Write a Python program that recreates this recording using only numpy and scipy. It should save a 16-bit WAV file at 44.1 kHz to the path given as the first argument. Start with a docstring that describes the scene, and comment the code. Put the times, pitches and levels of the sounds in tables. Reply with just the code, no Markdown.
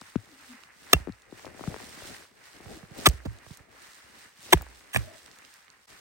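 """An axe chops an upright log on a stump in snow, close to a small camera with two microphone ports; no walls, dry air.
Throughout, boots and knees thud and crunch in the snow and winter clothing rustles: gritty noise and damped rings.
Three blows, at 0.9, 3.1 and 4.5 s, are tearing noise ringing the log's modes and shoving the stump; between them
the blade is levered free and wood creaks. A chunk drops after the second; the last splits off a slab that lands at 4.9 s.
The camera's steep bass filter lets low notes arrive late, so every thud glides down."""
import sys
import numpy as np
from scipy import signal
from scipy.fft import rfft, irfft, next_fast_len
from scipy.io import wavfile
from scipy.ndimage import uniform_filter1d

SR = 44100
rng = np.random.default_rng(int(sys.argv[2]) if len(sys.argv) > 2 else 0)


def field_ratio(decibels):
    """Amplitude ratio for a level in dB (20 dB per decade); scalars and array-likes work."""
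    return 10 ** (np.asarray(decibels, dtype=float) / 20)


def unload_wav(signal):
    """Save mono or channel-first audio to the path in sys.argv[1] as 16-bit WAV at rate SR, clipped to [-1, 1]."""
    wavfile.write(
        sys.argv[1],
        SR,
        np.round(np.clip(np.atleast_2d(signal).T, -1, 1) * 32767).astype(np.int16),
    )


N = 264644
SIZE = next_fast_len(N + SR // 2)
HZ = np.maximum(np.arange(SIZE // 2 + 1) * SR / SIZE, 1)
SIDES = np.array([[1], [-1]])  # left, right

# wood fibres tearing; the last two rows are one blow: start_s, length_ms, body_db, treble_db, thump_db
BLOWS = [(0.9298, 6.05, -7.5, -13, -22.5), (3.0569, 17, -14, -17.5, -19), (4.5238, 8.5, -15, -19.5, -38.5),
         (4.5297, 7.1, -11.5, -18, -21)]
# pieces hitting the ground, a chunk, then the slab, edge and face: start_s, length_ms, body_db, treble_db, thump_db
LANDING = [(3.250, 15.9, -42.5, -63.5, -35.5), (4.932, 14, -51, -40.5, -32.5),
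           (4.9455, 2.6, -25.5, -31, -33.5), (4.950, 9, -45, -34.5, -70), (4.9598, 4.7, -18.5, -43.5, -29),
           (4.966, 7.5, -39.5, -33, -52)]
# weight shifting in the snow, as the level of its crunch: time_s, level_db
WEIGHT_SHIFTS = [(0, -68), (.5, -63.5), (.7, -70), (.88, -62.5), (1.2, -73), (1.45, -53), (1.53, -59),
                 (1.68, -49.5), (1.9, -58), (2.05, -49.5), (2.3, -68), (2.5, -68), (2.72, -51),
                 (2.87, -63.5), (3.0, -48.5), (3.4, -66), (3.8, -64), (3.95, -72), (4.2, -62), (4.33, -71),
                 (4.45, -58.5), (4.8, -67.5), (5.1, -60.5), (5.45, -72), (5.85, -74.5), (5.93, -63),
                 (6, -62)]
# the log ahead, seen from the two microphone ports: frequency_hz, left_minus_right_db
AHEAD_BALANCE = [(60, -8.5), (110, 7.5), (200, -1.5), (380, 10), (700, 2.5), (1290, 0), (2380, -2.5),
                 (4400, -2), (8120, -0.5), (15000, 0)]


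def read(table):
    """A table of frequency and value, read at every frequency."""
    hz, value = np.transpose(table)
    return np.interp(np.log(HZ), np.log(np.maximum(hz, 1)), value)


def through(x, gain):
    """Apply a frequency response."""
    return irfft(rfft(x, SIZE) * gain, SIZE)[..., :N]


def unit(x):
    """Scale to rms 1."""
    return x / np.sqrt(np.mean(abs(x) ** 2))


def ring(hz, width_hz):
    """Response of one resonance, gain 1 at its centre."""
    return 1 / (1 + 1j * (HZ / hz - hz / HZ) * hz / width_hz)


def walk(rate):
    """Random levels held 1 / rate s and smoothed twice; spread near 1."""
    hold = int(SR / rate)
    steps = np.repeat(rng.standard_normal(N // hold + 1), hold)
    return 0.49 * uniform_filter1d(uniform_filter1d(steps, hold), hold)[:N]


def grit(rate, spread_db):
    """Hiss strewn with short grains of uneven size, rate of them a second."""
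    size = field_ratio(spread_db * np.minimum(rng.exponential(size=N), 3))
    grains = (rng.random(N) < rate / SR) * size
    return rng.standard_normal(N) * (1 + uniform_filter1d(grains, size=40) * 40)


def add(out, s, sound, pan_db):
    """Mix a short sound in at a time and side."""
    i = int(s * SR)
    out[:, i:i + len(sound)] += field_ratio(SIDES * pan_db / 2) * sound


def rustle(spectrum, level_db, rate, spread_db, flicker_db, likeness):
    """Gritty noise from a wide source; it swells, flickers and is only partly alike in the two ports."""
    mid, side = grit(rate, spread_db), grit(rate, spread_db)
    like = np.clip(likeness, 0, 1)
    pair = np.sqrt(1 + like) * mid + SIDES * np.sqrt(1 - like) * side
    tilt = field_ratio(SIDES * read(AHEAD_BALANCE) / 2)
    swell_db = 1.0
    unrest_db = flicker_db * unit(walk(30)) + swell_db * unit(walk(11))
    return unit(through(pair, field_ratio(read(spectrum)) * tilt)) * field_ratio(level_db + unrest_db)


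def moves():
    """Snow crunching under boots and knees, and cloth rubbing on cloth; both flare around the blows."""
    # spectrum of crunching snow: frequency_hz, density_db
    crunch_spectrum = [(18, -38), (30, -11.5), (70, -0.5), (189, -6.5), (226, -2.5), (437, -4.5),
                       (800, -6.5), (1040, -37.5), (1760, -120)]
    # spectrum of the cloth's body: frequency_hz, density_db
    cloth_spectrum = [(290, -34.5), (500, -13), (594, -9), (750, -8.5), (796, -2.5), (1900, 2.5),
                      (2900, -7), (3900, -40.5), (6600, -120)]
    # spectrum of the cloth's treble sheen: frequency_hz, density_db
    sheen_spectrum = [(1800, -16), (2700, -1.5), (4000, -0.5), (5500, -1.5), (7000, -4), (8500, -2.5),
                      (12000, -2.5), (16000, -18.5)]
    # how briskly the body moves, as the level of the cloth's sheen: time_s, level_db
    motion = [(0, -59), (.09, -54), (.13, -61.5), (.27, -61), (.5, -53.5), (.7, -67), (.85, -56),
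              (1.03, -65.5), (1.27, -68), (1.42, -52), (1.52, -60), (1.66, -49.5), (1.9, -52.5),
              (2.06, -45.5), (2.16, -49.5), (2.32, -67.5), (2.47, -54.5), (2.6, -59), (2.73, -51),
              (2.88, -65), (3.0, -48), (3.2, -64), (3.42, -63), (3.54, -55.5), (3.66, -68), (3.84, -55),
              (4.08, -60), (4.22, -53.5), (4.34, -66.5), (4.45, -51.5), (4.72, -61), (4.88, -61),
              (5.1, -56.5), (5.44, -60), (5.56, -58), (5.68, -66.5), (5.85, -64), (5.91, -56), (6, -58)]
    t = np.arange(N) / SR
    motion_db = np.interp(t, *np.transpose(motion))
    weight_db = np.interp(t, *np.transpose(WEIGHT_SHIFTS))
    # the cloth's body follows the sheen by 0.58 dB per dB, from -61.5 dB at a quiet -63.5 dB
    steady_db = weight_db, -61.5 + 0.58 * (motion_db + 63.5), motion_db

    # sleeves whip before each blow; snow sprays after each blow and the slab's landing
    swing_s, spray_s = 0.025, 0.043
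    swing_db, spray_db = (-51.5, -53.5, -48.5), (-48.5, -48, -49)  # crunch, cloth, sheen
    blows = [row[0] for row in BLOWS[:3]]
    swing = sum((t < s) * np.exp(np.minimum(t - s, 0) / swing_s) for s in blows)
    spray = sum((t >= s) * np.exp(-np.maximum(t - s, 0) / spray_s) for s in blows + [LANDING[4][0]])
    crunch_db, cloth_db, sheen_db = (20 * np.log10(field_ratio(db) + field_ratio(before_db) * swing + field_ratio(after_db) * spray)
                                     for db, before_db, after_db in zip(steady_db, swing_db, spray_db))

    crunch = rustle(crunch_spectrum, crunch_db, 72, 2.2, 2.5, 0.22)
    cloth = rustle(cloth_spectrum, cloth_db, 87, 1.2, 1.4, 0.26)
    sheen = rustle(sheen_spectrum, sheen_db, 150, 0.67, 1.0, 0.099)

    # near the end the crunch and rustle dip for a moment
    dip_s, dip_ms, dip_db = 5.866, 6.3, -23.5
    dip = field_ratio(dip_db * np.exp(-((t - dip_s) * 1000 / dip_ms) ** 2))
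    return (crunch + cloth + sheen) * dip


def ticks():
    """Chips and ice grains: dry clicks of fast-dying noise, about an octave and a half wide."""
    # chips and ice grains: start_s, peak_db, pitch_hz, left_minus_right_db
    grains = [(0.013, -31.5, 4000, 2), (0.16, -38, 2600, -4), (0.635, -48, 4950, -0.5),
              (1.1228, -42.5, 2900, 4), (1.22, -49, 3700, -5), (1.3117, -51, 2790, -3),
              (1.4554, -39.5, 2490, -13), (2.44, -43, 2740, 2), (2.566, -46, 2500, -13),
              (2.982, -35, 8550, -2), (3.088, -20.5, 5970, -15), (3.0974, -31, 3040, -0.5),
              (3.3866, -45.5, 3770, -1.0), (3.5728, -34.5, 6200, -5), (4.62, -33, 7720, 1),
              (4.6866, -46, 4310, -10), (5.2609, -44, 4500, -14), (5.3143, -44, 2540, -13),
              (5.3872, -43, 5000, -10), (5.4494, -44, 2520, -15), (5.5398, -39, 6180, -1.5),
              (5.7019, -50, 3430, -25)]
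    decay_s = .0012
    t, out = np.arange(int(.012 * SR)) / SR, np.zeros((2, N + SR))
    for s, db, hz, pan_db in grains:
        puff = rng.standard_normal(len(t)) * np.exp(-t / decay_s)
        band = [hz / 1.3, min(hz * 2.2, .4 * SR)]
        click = signal.lfilter(*signal.butter(2, band, "band", fs=SR), puff)
        add(out, s, field_ratio(db) * click / abs(click).max(), pan_db)
    return out[:, :N]


def thud(hz):
    """A broad, damped ring without rumble under it; the packed snow answers a little later, low and soft."""
    t = np.arange(int(.1 * SR)) / SR
    decay_cycles = 0.6
    dull = np.sin(2 * np.pi * hz * t) * np.exp(-t * hz / decay_cycles) * 2.03
    dull = signal.lfilter(*signal.butter(2, .55 * hz, "high", fs=SR), dull)
    answer = np.sin(2 * np.pi * 105 * t) * (t / 0.024) ** 2 * np.exp(2 - t / 0.0081)
    return dull + field_ratio(-17) * answer


def crack(hz):
    """A dry woody crack: a burst of noise dying within milliseconds in a band around hz, peak 1."""
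    t = np.arange(int(.1 * SR)) / SR
    decay_s = .0011
    knock = (1 + rng.standard_normal(len(t))) * np.exp(-t / decay_s)
    y = signal.lfilter(*signal.butter(2, [hz / 1.65, hz * 1.95], "band", fs=SR), knock)
    return y / abs(y).max()


def thuds():
    """Thuds with a crack on top, bare knocks, and small scuffs at random that follow the weight in the snow."""
    # thuds of wood, boots and knees: start_s, thud_db, pitch_hz, left_minus_right_db, crack_db
    heavy = [(0.014, -42, 278, 7.5, -34.5), (0.155, -17.5, 230, 12, -34), (1.071, -28, 357, 12.5, -45),
             (1.082, -32, 270, 13, -57), (1.092, -29, 214, 6.5, -41), (1.323, -35, 330, 9.5, -50),
             (1.445, -44, 603, 14, -41.5), (1.464, -41, 433, 10, -36), (1.544, -43, 345, 12, -44),
             (1.607, -33.5, 307, 9, -37.5), (1.637, -63, 522, 17, -33.5), (1.673, -21.5, 165, 6, -31),
             (1.705, -47, 122, -14, -46), (1.741, -43, 388, 11.5, -29.5), (1.761, -40.5, 417, 11.5, -35),
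             (1.831, -45, 252, 7, -52), (2.019, -52, 90, 11, -42), (2.602, -44, 352, 5.5, -47),
             (2.657, -41, 105, -12, -39.5), (2.768, -44, 269, -9, -48), (2.828, -40, 170, -8, -42.5),
             (2.908, -41, 149, -10, -61), (2.986, -37, 306, 6, -45), (3.254, -26, 217, -4, -56),
             (3.26, -31, 95, -11, -58), (3.463, -51.5, 111, -16, -44), (3.504, -37.5, 144, -10, -48),
             (3.596, -52, 116, -14, -54), (4.385, -56, 175, 8, -66)]
    # dry knocks of the rocking log, the handle and loose chips: start_s, peak_db, pitch_hz, left_minus_right_db
    knocks = [(0.635, -42, 1820, -17), (0.965, -34.5, 1000, 11), (1.001, -47, 1420, -4),
              (1.394, -40, 1280, 8), (1.476, -40, 676, 16), (1.593, -39.5, 890, 18),
              (1.801, -41.5, 1190, 16), (3.266, -36, 604, -6), (4.572, -34, 1090, 14), (4.61, -34, 996, 8),
              (4.625, -40, 705, 12), (4.665, -41, 974, 8), (4.809, -44, 1370, 3), (5.142, -48, 1870, -13),
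              (5.261, -49, 1720, -20), (5.279, -48, 1840, -14), (5.68, -46, 1780, -16)]
    crack_hz = 840
    out = np.zeros((2, N + SR))
    for s, thud_db, hz, pan_db, crack_db in heavy:
        add(out, s + 0.0019, field_ratio(thud_db) * thud(hz) + field_ratio(crack_db) * crack(crack_hz), pan_db)
    for s, db, hz, pan_db in knocks:
        add(out, s + 0.0011, field_ratio(db) * crack(hz), pan_db)

    # scuffs lie 0.5 to 9.5 dB over the crunch level, within an octave of 330 Hz
    scuffs_per_s, scuff_db, scuff_hz = 22, 9.5, 330
    for when, size, pitch, side in rng.random((int(scuffs_per_s * N / SR), 4)):
        s = when * N / SR
        hz = scuff_hz * 2 ** (2 * pitch - 1)
        db = np.interp(s, *np.transpose(WEIGHT_SHIFTS)) + scuff_db - 9 * size
        add(out, s, field_ratio(db) * (thud(hz) + .6 * crack(3.2 * hz)), 22 * (side - .5))
    return out[:, :N]


def creaks():
    """Irregular slips ring one narrow resonance, so its tone stutters while it glides, swells and fades."""
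    # wood creaking under load, then the fallen slab rocking: start_s, length_s, first_hz, last_hz, level_db
    slips = [(0.289, 0.19, 301, 251, -58), (0.477, 0.09, 244, 244, -48), (2.69, .11, 350, 299, -53),
             (5.007, .19, 630, 644, -53)]
    t, out = np.arange(N) / SR, 0
    for s, length, first_hz, last_hz, db in slips:
        done = np.clip((t - s) / length, 0, 1)
        stutter = unit(walk(first_hz / 4) + 1j * walk(first_hz / 4))
        cycles = np.cumsum(first_hz + (last_hz - first_hz) * done) / SR
        tone = np.real(stutter * np.exp(2j * np.pi * cycles))
        out = out + tone * np.sin(np.pi * done) * field_ratio(db)
    return out


def ports(balance, phase):
    """How a source reaches the two microphone ports: its own balance and lag at each frequency."""
    # reflections off the housing make the treble lag swing to and fro
    ripple = 1.7 * np.sin(2 * np.pi * HZ / 900) * np.clip(HZ / 2500 - 2.4, 0, 1)
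    return field_ratio(SIDES * read(balance) / 2) * np.exp(SIDES * 1j * (read(phase) + ripple) / 2)


def wood(modes):
    """Response of a piece of wood: its (Hz, width Hz, dB) modes over a bed of dense small ones, power 1."""
    gain = sum((-1) ** k * field_ratio(db) * ring(hz, width) for k, (hz, width, db) in enumerate(modes))
    gain = gain + 1j * abs(gain).max() * field_ratio(-18.0) * ring(670, 1700)
    return gain / np.sqrt(np.mean(abs(gain) ** 2))


def ground(bed):
    """Sway of what lies beneath: damped resonances that arrive after the crack, in several waves."""
    sway = 0
    for hz, db, t60_s, late_ms in bed:
        strength = field_ratio(db) * SR * t60_s / np.log(1000)
        wave = ring(hz, np.log(1000) / np.pi / t60_s) * ring(hz, hz / 0.81)
        sway = sway + strength * wave * np.exp(-2j * np.pi * HZ * late_ms / 1000)
    return sway


def impacts(rows, pieces, bed):
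    """Tearing noise lasts while the edge travels and stops dead; it rings the wood and shoves the ground."""
    # spectrum of splintering: frequency_hz, gain_db
    tear = [(1200, -21), (2000, 4), (3500, 2), (4500, -16), (6200, -7), (7000, -10), (8300, -3), (12000, 0),
            (16000, -17.5)]
    rise_s, stop_s, patter_s = 0.00061, .0008, 0.0079
    t, out, shove = np.arange(N) / SR, 0, np.zeros(N)
    splinter = unit(through(grit(1000, 2), field_ratio(read(tear))))
    # clipped noise: the tearing is dense and even, without lone peaks
    fibres = np.clip(rng.standard_normal(N), -1.3, 1.3)
    for (s, ms, body_db, treble_db, thump_db), piece in zip(rows, pieces):
        age = t - s
        stop = np.clip(age - ms / 1000, 0, None)
        # a fast rise, an abrupt end, then a faint patter of splinters
        bite = np.clip(age / rise_s, 0, 1) * np.exp(-stop / stop_s)
        patter = (age > 0) * np.exp(-stop / patter_s)
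        # the wood is driven hardest while the edge is midway
        swell = 0.45 + 1.2 * np.sin(np.pi * np.clip(age * 1000 / ms, 0, 1))
        out = out + (bite + field_ratio(-18) * patter) * splinter * field_ratio(treble_db)
        drive = (bite * swell + field_ratio(-25.0) * patter) * fibres
        out = out + through(drive, piece) * field_ratio(body_db)
        shove[int((s + ms / 2000) * SR)] += field_ratio(thump_db)
    return out + through(shove, ground(bed))


def falling():
    """Split pieces ring their own modes and shove the packed snow, to the right of the camera."""
    # a thick short piece: mode_hz, width_hz, level_db
    chunk = [(328, 660, -12), (651, 360, -10), (940, 91, -17.5)]
    # the split slab: mode_hz, width_hz, level_db
    slab = [(380, 220, -15), (645, 440, -3.5), (1138, 150, -2.5), (1730, 160, -0.5), (2520, 320, -7)]
    # packed snow: mode_hz, level_db, t60_s, arrives_after_ms
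    snow = [(108.8, 1.5, 0.17, 9), (61, -4.5, 0.14, 16), (170, 1, .05, 8.3), (96.4, -17.5, 0.19, 70)]
    # ground to the right, at the two ports: frequency_hz, left_minus_right_db
    right_balance = [(60, -5.5), (110, -5), (200, -1.5), (380, -9.5), (700, -6.5), (1290, -19), (2380, 1),
                     (4400, -8.5), (8120, -2.5), (15000, 2)]
    # ground to the right, at the two ports: frequency_hz, left_leads_radians
    right_phase = [(60, 2.2), (900, 2.1), (1500, -1.5), (2800, -2.4), (4300, -3.5), (5500, -6.5),
                   (16000, -6.4)]
    pieces = [wood(chunk)] + [wood(slab)] * (len(LANDING) - 1)
    return through(impacts(LANDING, pieces, snow), ports(right_balance, right_phase))


def chopping():
    """Each bite rings the log's modes as its own spot favours them and shoves the stump; creaks share the place."""
    # the upright log: mode_hz, width_hz
    log_modes = [(370, 85), (685, 110), (910, 160), (1200, 140), (1730, 120), (2150, 630), (2750, 53),
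                 (3450, 410)]
    # how strongly each blow's spot rings the log, a row a bite: one level_db per mode
    spots = [(1, -6, -37, 1, -9, -11.5, -2.5, -2.5), (-8, -1, -7, 1.5, -7.5, -7.5, -27, -6),
             (0.5, 0.5, -0.5, -6, 1, -14, -18, -26), (2, -3, -0.5, -12.5, -0.5, -15.5, -17, -3)]
    # stump under the log: mode_hz, level_db, t60_s, arrives_after_ms
    stump = [(62.3, 2, .055, 15), (70, -16, .08, 66), (61.7, -31.5, 0.39, 110), (122, 2.5, 0.025, 5.91),
             (170, -4.5, 0.05, 8.38), (245.5, -7, 0.022, 2.7)]
    # the log ahead, at the two ports: frequency_hz, left_leads_radians
    ahead_phase = [(60, .3), (330, .1), (600, -1.2), (1700, -1.2), (2300, -2.0), (3300, -2.3), (4400, -4.0),
                   (5500, -5.1), (6400, -6.4), (7200, -5.3), (8200, -6.28), (16000, -6.28)]
    log = [wood([(*mode, db) for mode, db in zip(log_modes, spot)]) for spot in spots]
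    return through(impacts(BLOWS, log, stump) + creaks(), ports(AHEAD_BALANCE, ahead_phase))


def scene():
    """Chopping ahead, pieces falling to the right, small handling sounds all about."""
    return moves() + ticks() + thuds() + falling() + chopping()


def top_cut(x):
    """Nothing passes above the cut-off."""
    return signal.sosfilt(signal.butter(12, 16990, fs=SR, output="sos"), x)


def record(dry):
    """The bass filter delays low notes by up to 0.9 of a cycle; the input clips; the treble has two narrow dips."""
    # the treble has two narrow dips and stops near 16 kHz: frequency_hz, gain_db
    treble_dips = [(9300, 1.5), (10400, -14.5), (11300, -5), (12600, -3.5), (13800, -23), (14900, 5.5),
                   (15900, 10.5), (16500, -42)]
    late_cycles, knee_hz, low_hz, clip_level = .9, 450, 80, .85
    late_s = late_cycles / np.maximum(HZ, low_hz) / (1 + (HZ / knee_hz) ** 2)
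    # summing the delay over frequency gives the phase
    late = through(dry, np.exp(-2j * np.pi * np.cumsum(late_s) * SR / SIZE))
    clipped = np.clip(late, -clip_level, clip_level)
    mix = through(clipped, field_ratio(read(treble_dips)))
    return top_cut(mix)


dry = scene()
out = record(dry)
unload_wav(out)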